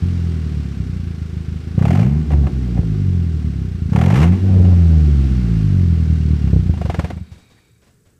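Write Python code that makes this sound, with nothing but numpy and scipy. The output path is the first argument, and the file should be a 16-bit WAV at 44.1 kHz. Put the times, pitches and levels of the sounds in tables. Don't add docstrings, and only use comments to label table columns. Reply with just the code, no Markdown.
import sys
import numpy as np
from scipy import signal
from scipy.fft import rfft, irfft
from scipy.io import wavfile
from scipy.ndimage import uniform_filter1d

SR = 44100
rng = np.random.default_rng(int(sys.argv[2]) if len(sys.argv) > 2 else 0)


def dump_mix(stems):
    frames = np.atleast_2d(stems).T
    limited = np.clip(frames, -1, 1)
    pcm = np.round(limited * 32767).astype(np.int16)
    wavfile.write(sys.argv[1], SR, pcm)


N = 361179
TIME = np.arange(N) / SR
TOP_HZ = 15380

# f/Hz, relative level/dB
OUTDOOR_SPECTRUM = [(20, -27.5), (45, -9), (78, -1), (115, 1.5), (180, -7), (300, -16), (430, -11),
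                    (700, -41.5), (1500, -25), (3000, -39.5), (7000, -30.5), (15000, -38)]

# t/s, level/dB
PUFFS = [(7.135, -19), (7.217, -18), (7.323, -25), (7.367, -36)]
# f/Hz, relative level/dB
PUFF_SPECTRUM = [(25, -31), (55, -4), (78, 12.5), (130, 1.0), (190, -3.0), (300, -34), (900, -57), (3000, -85)]
# f/Hz, bandwidth/Hz, level before the envelope/dB
METAL_MODES = [(2290, 27, -74), (2430, 42, -79), (3780, 100, -73.5), (4570, 90, -78)]
# t/s, gain/dB
RINGING_ENVELOPE = [(7.0, -13), (7.2, 4), (7.5, 7.5), (7.7, 3), (8.1, -26)]
# t/s, relative level/dB
TICKS = [(7.313, -46), (7.377, -57), (7.499, -53.5), (7.568, -63), (7.645, -68), (7.817, -53.5),
         (7.862, -60), (8.053, -56.5)]
# f/Hz, relative level/dB
TICK_SPECTRUM = [(200, 16.5), (1200, 4.0), (4000, -0.5), (8000, -6.0), (15000, -24)]
# t/s, level/dB
CREAK_ENVELOPE = [(7.55, -120), (7.57, -66), (7.59, -60), (7.63, -120)]

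# f/Hz, relative level/dB
HISS_SPECTRUM = [(290, -22.5), (500, 1.5), (585, -3), (777, 0), (871, -6.5), (1450, -0.5), (1910, -3.5),
                 (2530, -4), (2760, -6.5), (4230, -8), (5620, -11), (6390, -15.5), (8020, -18), (8730, -21),
                 (15000, -35)]
# f/Hz, relative level/dB
FLOW_SPECTRUM = [(40, -8.5), (85, -5), (130, -1), (190, -5.5), (250, 6.5), (300, -6.5), (365, 0.5),
                 (420, -10), (455, -7.5), (520, -29.5), (800, -30), (2500, -71.5)]
# f/Hz, bandwidth/Hz, level relative to the direct sound/dB
PIPE_MODES = [(452, 20, 1), (764, 12, -12.5), (1130, 51, -7), (1380, 11, -6.5), (1490, 16, -16.5),
              (2083, 23, -4.5), (2800, 23, 4), (3154, 19, -7.5), (5900, 310, -14)]

# t/s, hollow body level/dB, relative crack level/dB
POPS = [(2.303, -16.5, -31), (2.316, -23, -27), (2.332, -15.5, -30.5), (2.468, -13.5, -29),
        (2.774, -20.5, -46), (2.789, -26, -48), (2.83, -30, -54), (4.650, -19.5, -32), (6.473, -35, -32)]
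# hardest t/s, build-up/s, die-down/s, body level/dB, relative crack level/dB
BARKS = [(1.851, 0.063, 0.24, -14, -19.5), (3.958, 0.046, 0.22, -14, -17.5),
         (6.981, 0.24, 0.19, -11.5, -18)]
# f/Hz, relative level/dB
CRACK_SPECTRUM = [(200, -26), (500, 1.5), (750, 10.5), (900, 4), (1120, -0.5), (1400, -3), (2200, -4),
                  (3100, -11.5), (3900, -17.5), (7000, -22), (10000, -29.5), (15000, -36)]
# f/Hz, relative level/dB
HOLLOW_SPECTRUM = [(90, -16.5), (240, 4.5), (360, 0.5), (450, -5.5), (540, -2), (640, -5), (745, -2),
                   (880, -12.5), (1500, -22.5), (3000, -32), (9000, -70)]

# f/Hz, relative level/dB
COAST_PULSE = [(20, -39), (42, -21.5), (58, -4), (72, 1.5), (85, 4), (102, -3), (125, -7), (168, -3.5),
               (200, -12.5), (235, -18.5), (370, -30.5), (520, -62), (900, -56.5), (2500, -82)]
# f/Hz, relative level/dB
LOAD_PULSE = [(20, -30), (42, -26.5), (58, -13.5), (72, 0), (90, 4.5), (130, 3), (175, 2), (220, -3.5),
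              (300, -23), (420, -40.5), (800, -53), (2500, -87.5)]
# f/Hz, relative level/dB
CHURN_SPECTRUM = [(20, -6.5), (70, -8.0), (190, 12.5), (270, -8), (390, -17), (520, -40.5), (1200, -58.5)]
CYLINDERS_DB = (-1.5, -4.0, 1.5, 2.5)

# t/s, f/Hz
SETTLE = [(0.0, 45.38), (0.345, 40.86), (1.099, 27.08), (1.47, 26.07)]
# t/s, f/Hz
FIRST_REV = [(1.781, 27.02), (2.0, 51.84), (2.095, 69.08), (2.189, 78.06), (2.556, 65.28), (3.11, 45.31),
             (3.551, 34.33)]
# t/s, f/Hz
SECOND_REV = [(3.86, 26.15), (4.116, 50.18), (4.225, 79.68), (4.381, 98.67), (4.729, 88.16), (5.384, 61.23),
              (5.929, 40.73)]
# t/s, f/Hz
STALL = [(6.34, 37.94), (6.787, 25.84), (7.083, 17.08), (7.18, 11.95)]
IDLE_HZ, STOP_S = 26, 7.18

# pressed t/s, eased t/s, closing t/s, relative rasp level/dB,
# change of coasting pulses from the press on/dB, change of hiss from the press on/dB
REVS = [(1.749, 2.02, 2.21, -34, 2.5, 0), (3.889, 4.231, 4.34, -31, 6, 2)]
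OPEN_S, SHUT_S = 0.025, 0.11

# start t/s, end t/s, extra boom/dB, relative burble level/dB, extra roughness
AFTERBURNS = [(2.315, 2.484, 4.5, -39.5, 0.31), (2.735, 2.794, 7, -44, 0.25),
              (4.474, 4.732, 1.5, -37.5, 0.29), (6.435, 6.634, 4.5, -50, 0.1)]
AFTERBURN_RISE_S, AFTERBURN_FALL_S = 0.019, 0.053
# start t/s, end t/s, change of level/dB
WEAK_FIRINGS = [(2.47, 2.534, -14.5), (2.802, 2.835, -11)]

IDLE_DB, PULSE_DB_PER_OCTAVE, LOAD_DB, SAG_DB_PER_S = -15, 0.6, -2, 34
DYING_S, DYING_DB = 0.2, -9.5
FIRM_HZ, FIRM_OCTAVES, FIRM_DB, FIRM_EVENNESS = 46.75, 0.2, 5, 0.8
IDLE_ROUGH, ROUGH_PER_OCTAVE, LOAD_ROUGH = 0.67, 0.28, 0.33


def undb(db):
    return 10 ** (np.asarray(db) / 20)


def curve(rows, at=TIME):
    return np.interp(at, *np.transpose(rows))


def unit(x):
    return x / np.sqrt(np.mean(x ** 2))


def noise():
    return rng.standard_normal(N)


def response(points, causal=1, size=8192):
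    hz, db = np.transpose(points)
    bins_hz = np.arange(size // 2 + 1) * SR / size
    level_db = np.interp(np.log(bins_hz + 1), np.log(hz), db)
    cepstrum = irfft(np.log(undb(level_db)))
    cepstrum[1:size // 2] *= 1 + causal
    cepstrum[size // 2 + 1:] *= 1 - causal
    h = irfft(np.exp(rfft(cepstrum)))
    return h / np.abs(h).max()


def through(x, h):
    return signal.fftconvolve(x, h)[:N]


def coloured(x, points):
    h = response(points)
    return through(x, h / np.sqrt(np.sum(h ** 2)))


def band(x, hz, width):
    return signal.lfilter(*signal.iirpeak(hz, hz / width, fs=SR), x)


def strikes(times, sizes):
    return np.bincount(np.clip(np.asarray(times) * SR, 0, N - 1).astype(int), sizes, N)


def fade(x, decay_s):
    return signal.lfilter([1], [1, -np.exp(-1 / (decay_s * SR))], x)


def swell(x, decay_s, rise_s=0.0034):
    return fade(fade(x, decay_s), rise_s) / (rise_s * SR)


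def thumps(times, sizes, colour, abrupt=0.74):
    h = response(colour, abrupt)
    h = np.roll(h, len(h) // 8)
    return through(strikes(times - np.argmin(h) / SR, sizes), h)


def pipe(x):
    return x + sum(undb(db) * band(x, hz, width) for hz, width, db in PIPE_MODES)


def ramp(at, start, length_s):
    return np.clip((at - start) / length_s, 0, 1)


def spell(at, start, end, rise_s, fall_s):
    return ramp(at, start, rise_s) * (1 - ramp(at, end, fall_s))


def speed(at):
    return curve(np.vstack([SETTLE, FIRST_REV, SECOND_REV, STALL]), at)


def octaves(at):
    return np.log2(speed(at) / IDLE_HZ)


def firings():
    count = np.cumsum(speed(TIME)) / SR + 0.2
    times = np.interp(np.arange(1, int(count[-1])), count, TIME)
    return times[times < STOP_S]


def opening(at, pressed, closing):
    return spell(at, pressed, closing, OPEN_S, SHUT_S)


def throttle(at):
    return sum(opening(at, pressed, closing) for pressed, _, closing, *_ in REVS)


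def since_rev(at, values):
    return np.append(0, values)[np.searchsorted([row[0] for row in REVS], at)]


def afterburns(at):
    return np.array([spell(at, start, end, AFTERBURN_RISE_S, AFTERBURN_FALL_S)
                     for start, end, *_ in AFTERBURNS])


def firmness(at):
    return np.exp(-(np.log2(speed(at) / FIRM_HZ) / FIRM_OCTAVES) ** 2)


def roughness(at):
    coasting = np.clip(IDLE_ROUGH - ROUGH_PER_OCTAVE * octaves(at), 0, 1)
    coasting *= 1 - FIRM_EVENNESS * firmness(at)
    coasting += np.array(AFTERBURNS)[:, 4] @ afterburns(at)
    return coasting + throttle(at) * (LOAD_ROUGH - coasting)


def draining(stopped_db=-7, stopping_s=0.08, drain_db_per_s=30):
    drop = stopped_db * ramp(TIME, STOP_S - stopping_s, stopping_s)
    return drop - drain_db_per_s * np.maximum(TIME - STOP_S, 0)


def background(floor_db=-56, whine_hz=7950, whine_db=-73, flutter_hz=31.0):
    rumble = unit(through(noise(), response(OUTDOOR_SPECTRUM)))
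    flutter = np.maximum(np.sin(2 * np.pi * flutter_hz * TIME), 0) ** 2
    whine = unit(band(band(noise(), whine_hz, 350), whine_hz, 350) * flutter)
    return undb(floor_db) * rumble + undb(whine_db) * whine


def wind_down():
    times, db = np.transpose(PUFFS)
    puffs = thumps(times, undb(db), PUFF_SPECTRUM)
    ringing = sum(undb(db) * unit(band(noise(), hz, width)) for hz, width, db in METAL_MODES)
    ringing = ringing * undb(curve(RINGING_ENVELOPE))
    times, db = np.transpose(TICKS)
    ticks = swell(strikes(times, undb(db)), 0.061) * coloured(noise(), TICK_SPECTRUM)
    creak = unit(band(band(noise(), 1850, 400), 1850, 400)) * undb(curve(CREAK_ENVELOPE))
    return puffs + ringing + undb(-0.5) * ticks + creak


def gas_level(idle_db=-47.5, db_per_octave=3.5, choke_db=-9, refill_s=1.0, stall_db=4, stall_s=0.45):
    db = idle_db + db_per_octave * octaves(TIME) + since_rev(TIME, [row[5] for row in REVS])
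    for _, eased, *_ in REVS:
        refilling = np.exp(-np.maximum(TIME - eased, 0) / refill_s)
        db += choke_db * ramp(TIME, eased, OPEN_S) * refilling
    return db + stall_db * ramp(TIME, STOP_S - stall_s, stall_s / 2) + draining()


def hiss(times, pulsing=0.67):
    gate = 1 + pulsing * fade(strikes(times, np.ones(len(times))), 0.014)
    stream = pipe(through(noise() * gate, response(HISS_SPECTRUM)))
    return unit(stream) * undb(gas_level())


def flow(times, booming, flow_db=-37.0, db_per_octave=5, pulsing=0.15, follow=0.093):
    gate = 1 + pulsing * fade(strikes(times, np.ones(len(times))), 0.016)
    boom_power = uniform_filter1d(booming ** 2, size=4400)
    boom_db = 10 * np.log10(np.abs(boom_power) + undb(-62.5) ** 2)
    level_db = flow_db + db_per_octave * octaves(TIME) + follow * boom_db + draining()
    return unit(coloured(noise() * gate, FLOW_SPECTRUM)) * undb(level_db)


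def pops(rows, shock=2.5, rise_s=0.0016, body_s=0.0045, crack_s=0.006, tail_s=0.032, tail_db=-19, crack_db=-1):
    times, hollow, sharp = np.transpose(rows)
    body, crack = strikes(times, undb(hollow)), strikes(times, undb(sharp + crack_db))
    front = shock * strikes(times + 0.00178, undb(hollow))
    ring = coloured(front + noise() * swell(body, body_s, rise_s), HOLLOW_SPECTRUM)
    snap_envelope = swell(crack, crack_s, rise_s) + undb(tail_db) * swell(crack, tail_s)
    snap = coloured(noise() * snap_envelope, CRACK_SPECTRUM)
    return pipe(ring + snap)


def barks(times, edge_db=-18, weak_db=-4.0):
    rows = []
    for hardest, build_s, die_s, body_db, crack_db in BARKS:
        away = (times - hardest) / np.where(times < hardest, build_s, die_s)
        weak = (np.arange(len(times)) - np.argmin(np.abs(times - hardest))) % 2
        db = edge_db * away ** 2 + weak_db * weak
        rows.append(np.transpose([times, body_db + db, crack_db + db])[np.abs(away) < 2])
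    return np.vstack(rows)


def rasp_strength(idle_db=-69, db_per_octave=15, build_s=0.018, load_db_per_octave=7, sag_db_per_s=200):
    rise = octaves(TIME)
    coasting = undb(idle_db + db_per_octave * rise)
    loaded = sum(ramp(TIME, pressed + OPEN_S, build_s) * undb(db - sag_db_per_s * np.maximum(TIME - eased, 0))
                 for pressed, eased, _, db, *_ in REVS)
    loaded = loaded * undb(load_db_per_octave * (rise - 0.5))
    burning = undb(np.array(AFTERBURNS)[:, 3]) @ afterburns(TIME)
    return np.sqrt(coasting ** 2 + loaded ** 2 + burning ** 2)


def rasp(times, decay_s=0.0077, steady=0.52, shock=4.4, scatter_db=6.0):
    kicks = strikes(times, undb(scatter_db * rng.standard_normal(len(times))))
    bursts = noise() * (steady + swell(kicks, decay_s)) + shock * kicks
    tearing = unit(pipe(coloured(bursts, CRACK_SPECTRUM)))
    burble = unit(pipe(coloured(bursts, HOLLOW_SPECTRUM)))
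    return (throttle(TIME) * undb(-2.5) * tearing + undb(0.5) * burble) * rasp_strength()


def coast_strength(at):
    db = IDLE_DB + PULSE_DB_PER_OCTAVE * octaves(at) + FIRM_DB * firmness(at)
    db += DYING_DB * ramp(at, STOP_S - DYING_S, DYING_S)
    db += since_rev(at, [row[4] for row in REVS]) + np.array(AFTERBURNS)[:, 2] @ afterburns(at)
    db += sum(drop * ((at > start) & (at < end)) for start, end, drop in WEAK_FIRINGS)
    return undb(db) * (1 - throttle(at))


def load_strength(at):
    return sum(opening(at, pressed, closing) * undb(LOAD_DB - SAG_DB_PER_S * np.maximum(at - eased, 0))
               for pressed, eased, closing, *_ in REVS)


def boom(times, scatter_db=4.0, jitter_s=0.00055, lead_s=0.005, lead_cycles=0.311, churn_db=-24):
    chance = rng.standard_normal((len(times), 2)).T
    rough = roughness(times)
    sizes = undb(rough * (np.resize(CYLINDERS_DB, len(times)) + scatter_db * chance[0]))
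    coast, load = sizes * coast_strength(times), sizes * load_strength(times)
    times = times + jitter_s * rough * chance[1]
    early = times - np.minimum(lead_s, lead_cycles / speed(times))
    wave = thumps(times, coast, COAST_PULSE) + thumps(early, load, LOAD_PULSE)
    eddies = noise() * fade(strikes(early, coast + load), 0.1)
    churn = unit(coloured(eddies, CHURN_SPECTRUM))
    return wave + undb(churn_db) * roughness(TIME) * churn


def scene():
    times = firings()
    booming = boom(times)
    gas = flow(times, booming) + hiss(times)
    bangs = pops(np.vstack([barks(times), POPS]))
    exhaust = booming + gas + rasp(times) + bangs
    return (exhaust + wind_down() + background())[None]


def record(dry, ceiling=0.72):
    rounded = dry / (1 + (dry / ceiling) ** 6) ** (1 / 6)
    return signal.sosfilt(signal.ellip(10, 0.2, 80, TOP_HZ, fs=SR, output="sos"), rounded)


dry = scene()
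out = record(dry)
dump_mix(out)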